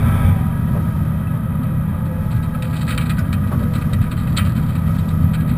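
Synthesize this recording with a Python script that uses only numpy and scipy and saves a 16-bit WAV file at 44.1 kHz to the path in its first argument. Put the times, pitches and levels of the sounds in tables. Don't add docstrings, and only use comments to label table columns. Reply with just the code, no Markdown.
import sys
import numpy as np
from scipy import signal
from scipy.fft import rfft, irfft, next_fast_len
from scipy.io import wavfile
from scipy.ndimage import uniform_filter1d

SR = 44100
rng = np.random.default_rng(int(sys.argv[2]) if len(sys.argv) > 2 else 0)


def dump(signal):
    limited = np.clip(np.atleast_2d(signal).T, -1, 1)
    pcm = np.round(limited * 32767).astype(np.int16)
    wavfile.write(sys.argv[1], SR, pcm)


N = 245637
TIME = np.arange(N) / SR

# pitch_multiple, relative_db
SQUEAL_HARMONICS = [(1, -4.5), (2, 2.5), (3, -25), (4, -22)]
# frequency_hz, relative_db
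SCRUB_SPECTRUM = [(200, -18), (400, 10), (800, -4), (1100, 2.5), (1300, -19), (1600, 1), (1950, -6.5),
                  (2300, 0.5), (2750, -20.5), (3500, -6.5), (4000, -32), (5600, -19)]
# pitch_hz, width_hz, gain_db
PANEL_MODES = [(551, 51, 7.5), (669, 106, 5.5), (790, 15, 5.5), (989, 59, 9), (1049, 65, -14),
               (1217, 81, 8), (1284, 113, 11), (1491, 105, 7), (1626, 24, 6.5), (1931, 59, 10.5),
               (2280, 60, 5.5), (2528, 134, 11.5), (3120, 85, 11.5), (3420, 66, 5), (3794, 88, 14),
               (4115, 56, 9), (4550, 250, 11)]
# time_s, relative_db
ROUGHNESS = [(0, 2), (1.3, -.5), (2.6, -2), (3.35, 2.5), (3.8, 0.5), (4.15, -1), (4.35, 3), (5.05, 0),
             (5.57, 0.5)]
# time_s, suspension_db, shell_db
ROAD_BUMPS = [(.07, -15.5, -25), (.27, -15.5, -34), (.75, -20.5, -24.5), (1.03, -22.5, -43),
              (1.57, -37, -24.5), (1.75, -21.5, -27), (1.94, -35, -25), (2.34, -17, -49), (3.6, -23, -22.5),
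              (3.97, -15, -25), (4.48, -19.5, -31), (4.92, -18.5, -43), (5.23, -15.5, -23),
              (5.48, -24, -23)]
# frequency_hz, relative_db
RUMBLE_SPECTRUM = [(25, -29.5), (45, -14.5), (62, 1.5), (80, 0), (125, -1.5), (143, -2.5), (158, -4.5),
                   (200, -31), (400, -81)]
# frequency_hz, relative_db
BOOM_SPECTRUM = [(130, -14), (175, -2.5), (225, -1), (255, -5.5), (285, -11), (350, -25), (500, -33),
                 (1000, -76)]
# pitch_hz, width_hz, gain_db
SHELL_MODES = [(59, 8.2, 0.5), (89, 11, 4.5), (89, 4.8, 5), (121.6, 20.5, 7), (195.9, 12.7, 10.5),
               (221.8, 51, 3.5), (246, 8.9, 6.5), (320, 16, 8.5)]
# time_s, level_db
WHEEL_JUDDERS = [(.07, -13.5), (.29, -14.5)]
# frequency_hz, relative_db
SWAY_SPECTRUM = [(8, -37), (20, -27), (29, 22.5), (43, -5), (80, -38)]
# frequency_hz, relative_db
ROAR_SPECTRUM = [(150, -15), (350, 3), (480, 0.5), (720, -5), (900, -4), (1070, -5.5), (1400, -12),
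                 (1800, -9.5), (2400, -18), (2830, -24), (3300, -20), (4200, -35), (5600, -38)]
# time_s, level_db
PUMP_LOUDNESS = [(0, -22.5), (.6, -21.5), (1.2, -25), (3.1, -24), (3.7, -27), (4.4, -23), (5.57, -20)]
# pitch_multiple, relative_db
PUMP_HARMONICS = [(1, 0.5), (2, -28), (4, -30), (8, -23.5)]
# time_s, pitch_hz
GEAR_PITCH = [(0, 1002), (.7, 952), (1.05, 905), (1.8, 868), (2.55, 860), (3.1, 836), (5.57, 826)]
# start_s, end_s, level_db
GEAR_LOADS = [(0, 1.0, -46.5), (1.795, 2.95, -46.5)]
# time_s, level_db
WHINE_LOUDNESS = [(0, -47), (1.3, -57), (2.2, -52.5), (3.0, -53), (4.0, -52), (5.57, -53.5)]
# start_s, thud_db, rise_s, clunk_db
ROAD_SEAMS = [(0.746, -29.5, 0.017, -36.5), (1.335, -39, .018, -39), (3.51, -29, 0.014, -30),
              (3.604, -32, 0.014, -45), (3.905, -45, 0.016, -50), (4.372, -45, 0.015, -38),
              (5.44, -36, 0.015, -48)]
# pitch_hz, width_hz, gain_db
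KNOCK_MODES = [(428, 66, 6.5), (580, 50, 10)]
# start_s, pitch_hz, level_db, ring_s
STONE_PINGS = [(1.271, 2610, -37, .07), (2.548, 1302, -26.5, .09), (3.183, 1488, -23, 0.1),
               (3.524, 1136, -27.5, 0.22)]
# time_s, level_db, clatter_db, rise_s
GRIT_SPRAYS = [(1.6317, -39, -5, 0.0056), (2.0557, -40, -2, 0.006), (2.31, -34.5, -2.5, 0.0089),
               (2.3615, -39.5, -1, 0.006), (2.426, -36, -3.5, 0.0099), (2.5431, -40.5, 3, 0.0056),
               (2.6235, -26, -4.5, 0.0049), (2.6444, -41, 6, 0.006), (2.7294, -35.5, 3, 0.0079),
               (2.7614, -28.5, -7, 0.0072), (2.8127, -25, -7, 0.0058), (2.879, -24.5, 1.5, 0.0073),
               (2.9048, -21.5, -4, 0.0089), (2.9783, -24.5, 3, 0.0048), (3.01, -25.5, -1.5, 0.0053),
               (3.057, -33, 2, 0.0055), (3.0964, -20, -3.5, 0.0058), (3.1837, -34.5, 2.5, 0.0063),
               (3.328, -30.5, 4, 0.0047), (3.5942, -35, -3, 0.0046), (3.7369, -31.5, -0.5, 0.0055),
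               (3.7544, -26.5, -3, 0.0053), (3.8137, -34, 2.5, 0.0057), (3.934, -31.5, 3, 0.0044),
               (4.009, -37, 3, 0.013), (4.115, -26, -2.5, 0.0047), (4.183, -34.5, -4, 0.012),
               (4.2732, -38, 5.5, 0.0039), (4.3678, -15, -7.5, 0.0082), (4.461, -32.5, 1.5, 0.006),
               (4.561, -33, -1.5, 0.0094), (4.6853, -35.5, -3, 0.012), (4.7526, -34, 1.5, 0.0056),
               (4.8614, -40, 3, 0.0097), (4.9834, -30.5, -7, 0.0067), (5.0886, -29.5, -16, 0.004),
               (5.3354, -29.5, -0.5, 0.0052), (5.345, -27.5, -3, 0.0054), (5.4896, -33, -2.5, 0.01)]
# time_s, level_db
LOOSE_SAND = [(2.92, -44.5), (4.45, -45.5), (5.4, -58)]
# start_s, level_db, low_hz, high_hz, rattle_s
STONE_CRACKS = [(2.6228, -31, 1807, 5450, .025), (2.9772, -20.5, 1230, 4350, .02),
                (3.1885, -40, 4950, 5800, 0.079), (3.329, -29, 1390, 4470, 0.044),
                (3.9325, -30, 2480, 5000, 0.034), (4.3737, -14.5, 3100, 4100, 0.033),
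                (4.3833, -24.5, 1300, 2600, 0.19)]
# pitch_hz, relative_db, ring_s
ARCH_MODES = [(1200, -14, 0.12), (2310, -1, 0.2), (2830, -8, 0.28), (3120, 1.5, 0.16), (3801, -9, 0.098),
              (4760, -15, 0.071)]


def from_db(db):
    return 10 ** (np.asarray(db) / 20)


def in_time(rows):
    return np.interp(TIME, *np.transpose(rows))


def drift(rate_hz):
    step = 40
    pole = np.exp(-2 * np.pi * step * rate_hz / SR)
    white = rng.standard_normal(N // step + 2002)
    slow = signal.lfilter([1], [1, -2 * pole, pole * pole], white)[2000:]
    slow /= np.sqrt(np.mean(slow ** 2) + 1e-20)
    return np.interp(np.arange(N) / step, np.arange(len(slow)), slow)


def noise(spectrum):
    hz, db = np.transpose(spectrum)
    size = next_fast_len(N)
    bins_hz = np.maximum(np.arange(size // 2 + 1) * SR / size, 1)
    gain = from_db(np.interp(np.log(bins_hz), np.log(hz), db)) * (bins_hz > hz[0] / 2)
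    return irfft(rfft(rng.standard_normal(size)) * gain, size)[:N]


def band(x, low_hz, high_hz):
    return signal.sosfilt(signal.butter(2, [low_hz, high_hz], "band", fs=SR, output="sos"), x + 1e-18)


def resonate(x, modes):
    for hz, width_hz, db in modes:
        b, a = signal.iirpeak(hz, hz / width_hz, fs=SR)
        x = x + (from_db(db) - 1) * signal.lfilter(b, a, x + 1e-18)
    return x


def on_panels(force, level):
    return resonate(force * level, PANEL_MODES) / np.std(resonate(force, PANEL_MODES))


def steady(x, seconds):
    return x / np.sqrt(np.abs(uniform_filter1d(x ** 2, int(seconds * SR))) + 1e-12)


def held(start_s, end_s, attack_s, release_db_per_s):
    rise = np.clip((TIME - start_s) / attack_s, 0, 1)
    return rise * from_db(-release_db_per_s * np.maximum(TIME - end_s, 0))


def humps(times_s, levels_db, half_s):
    return np.sqrt(sum(from_db(db) ** 2 * np.exp(-np.minimum(((TIME - s) / half_s) ** 2, 100))
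                       for s, db in zip(times_s, levels_db)))


def swells(starts_s, levels_db, rises_s):
    power = np.zeros(N)
    for start_s, db, rise_s in zip(starts_s, levels_db, rises_s):
        span = slice(int(start_s * SR), int(start_s * SR) + SR // 4)
        age = np.maximum(TIME[span] - start_s, 0) / rise_s
        power[span] += (from_db(db) * age * np.exp(1 - age)) ** 2
    return np.sqrt(power)


def grains(per_s, spread_db):
    sizes = from_db(spread_db * np.minimum(rng.exponential(1, N), 4))
    return (rng.random(N) < per_s / SR) * sizes * rng.choice([-1, 1], N)


def tone(hz, harmonics=((1, 0),)):
    phase = 2 * np.pi * (np.cumsum(hz) / SR + rng.random())
    return np.sqrt(2) * sum(from_db(db) * np.sin(k * phase) for k, db in harmonics)


def squeal(first_hz, last_hz, grip_s, level_db, fade_db_per_s, harmonics, jitter):
    pitch_hz = first_hz + (last_hz - first_hz) * np.minimum(TIME / grip_s, 1) ** 3.51
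    sliding = held(0, grip_s, attack_s=0.082, release_db_per_s=250)
    level = from_db(level_db - fade_db_per_s * TIME) * sliding
    wander = 1 + jitter * (0.41 * drift(26) + drift(220))
    return level * tone(pitch_hz * wander, harmonics) * from_db(2 * drift(30))


def sliding_tyres():
    near = squeal(first_hz=663, last_hz=608, grip_s=0.3, level_db=-35, fade_db_per_s=16,
                  harmonics=SQUEAL_HARMONICS, jitter=0.0132)
    far = squeal(first_hz=800, last_hz=755, grip_s=0.48, level_db=-44, fade_db_per_s=0,
                 harmonics=[(1, 3), (2, -10), (3, -16)], jitter=0.036)
    scrub_level = from_db(-32.5 + 0.59 * drift(25)) * held(0, 0.28, attack_s=0.0021, release_db_per_s=79)
    return near + far + on_panels(noise(SCRUB_SPECTRUM), scrub_level)


def body():
    bump_half_s, judder_hz = 0.055, 93.74
    road_db = in_time(ROUGHNESS)
    times_s, suspension_db, shell_db = np.transpose(ROAD_BUMPS)
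    rumble_level = np.hypot(from_db(-20.5 + road_db), humps(times_s, suspension_db, bump_half_s))
    boom_level = np.hypot(from_db(-25.5 + road_db), humps(times_s, shell_db, bump_half_s))
    sway_level = np.hypot(from_db(-41), humps(times_s, suspension_db - 15.5, half_s=0.24))
    judder_level = humps(*np.transpose(WHEEL_JUDDERS), bump_half_s)
    rumble = rumble_level * steady(resonate(noise(RUMBLE_SPECTRUM), SHELL_MODES), seconds=0.13)
    boom = boom_level * steady(resonate(noise(BOOM_SPECTRUM), SHELL_MODES), seconds=0.17)
    judder = judder_level * tone(judder_hz * (1 + 0.035 * drift(19)))
    sway = sway_level * steady(noise(SWAY_SPECTRUM), seconds=0.4)
    return rumble + boom + judder + sway


def tread_roar():
    settle_s = 0.31
    level_db = -36.5 + 0.47 * in_time(ROUGHNESS) + 4 * np.exp(-TIME / settle_s)
    return on_panels(noise(ROAR_SPECTRUM), from_db(level_db + 0.69 * drift(30)))


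def pump(pitch_hz=160.34):
    level = from_db(in_time(PUMP_LOUDNESS) + 0.66 * drift(4.8))
    return level * tone(pitch_hz * (1 + 0.004 * drift(2.92)), PUMP_HARMONICS)


def gears():
    first_hz = in_time(GEAR_PITCH)
    second_hz = 0.595 * first_hz
    load = sum(from_db(db) * held(start_s, end_s, attack_s=0.083, release_db_per_s=93)
               for start_s, end_s, db in GEAR_LOADS)
    first = load * from_db(1.8 * drift(18)) * tone(first_hz * (1 + 0.0062 * drift(35)))
    second = from_db(-49.5 + 6.3 * drift(3.7)) * tone(second_hz * (1 + 0.02215 * drift(49)))
    return first + second


def thin_whine(pitch_hz=1655):
    level = from_db(in_time(WHINE_LOUDNESS) + 4.9 * drift(11))
    return level * tone(pitch_hz * (1 + 0.0045 * drift(4)))


def seams():
    starts_s, thud_db, rises_s, clunk_db = np.transpose(ROAD_SEAMS)
    thud = steady(resonate(band(rng.standard_normal(N), 220, 620), KNOCK_MODES), seconds=0.015)
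    clunk = steady(band(rng.standard_normal(N), 600, 1440), seconds=0.03)
    return thud * swells(starts_s, thud_db, rises_s) + clunk * swells(starts_s, clunk_db, rises_s)


def stone_pings():
    out = np.zeros(N)
    for start_s, hz, db, ring_s in STONE_PINGS:
        age_s = np.clip(TIME - start_s, 0, 1)
        out += from_db(db - 60 * age_s / ring_s) * np.sin(2 * np.pi * hz * age_s)
    return out


def grit():
    loose_from_s, faint_per_s, faint_rise_s = 2.7, 7, 0.0051
    faint = [(loose_from_s + (k + when) / faint_per_s, -38 + 3 * (2 * size - 1), 0, faint_rise_s)
             for k, (when, size) in enumerate(rng.random((40, 2)))]
    times_s, level_db, clatter_db, rises_s = np.transpose(list(GRIT_SPRAYS) + faint)
    starts_s = times_s - 0.0035
    hiss_level = swells(starts_s, level_db - 10, rises_s)
    clatter_level = swells(starts_s, level_db + clatter_db - 3.5, rises_s * 1.75)
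    crackle_level = humps(*np.transpose(LOOSE_SAND), half_s=0.19)
    sand = steady(band(grains(per_s=2500, spread_db=-1), 2770, 4310), seconds=0.007)
    coarse = steady(band(grains(per_s=2200, spread_db=1), 1220, 2460), seconds=0.025)
    fine = band(grains(per_s=900 * from_db(4.6 * drift(16)), spread_db=5), 1200, 4800)
    return on_panels(sand, hiss_level) + on_panels(coarse, clatter_level) + on_panels(fine, crackle_level)


def stone_cracks():
    out = np.zeros(N)
    age_s = TIME[:SR // 4]
    for start_s, db, low_hz, high_hz, rattle_s in STONE_CRACKS:
        force = band(rng.standard_normal(len(age_s)), low_hz, high_hz)
        rattle = steady(resonate(force, PANEL_MODES), seconds=0.0046) * from_db(-60 * age_s / rattle_s)
        ring = np.zeros(len(age_s))
        for hz, mode_db, ring_s in ARCH_MODES:
            level = from_db(-13.5 + mode_db - 60 * age_s / ring_s)
            ring += level * np.sin(2 * np.pi * hz * age_s) * rng.choice([-1, 1])
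        at = int(start_s * SR)
        out[at:at + len(age_s)] += from_db(db) * (rattle + ring)
    return out


def scene():
    car = sliding_tyres() + body() + tread_roar() + pump() + gears() + thin_whine()
    return (car + seams() + stone_pings() + grit() + stone_cracks())[None]


def record(dry):
    hold_hz, input_top_hz, output_top_hz = 12000, 5780, 15400
    narrow = signal.sosfilt(signal.ellip(10, 0.3, 60, input_top_hz, fs=SR, output="sos"), dry)
    sampled = signal.resample_poly(narrow, 4 * hold_hz, SR, axis=-1)[:, ::4]
    stepped = signal.resample_poly(np.repeat(sampled, 4, axis=-1), SR, 4 * hold_hz, axis=-1)[:, :N]
    hiss = from_db(-74.5) * rng.standard_normal(N)
    return signal.sosfilt(signal.ellip(10, 0.3, 80, output_top_hz, fs=SR, output="sos"), stepped + hiss)


dry = scene()
out = record(dry)
dump(out)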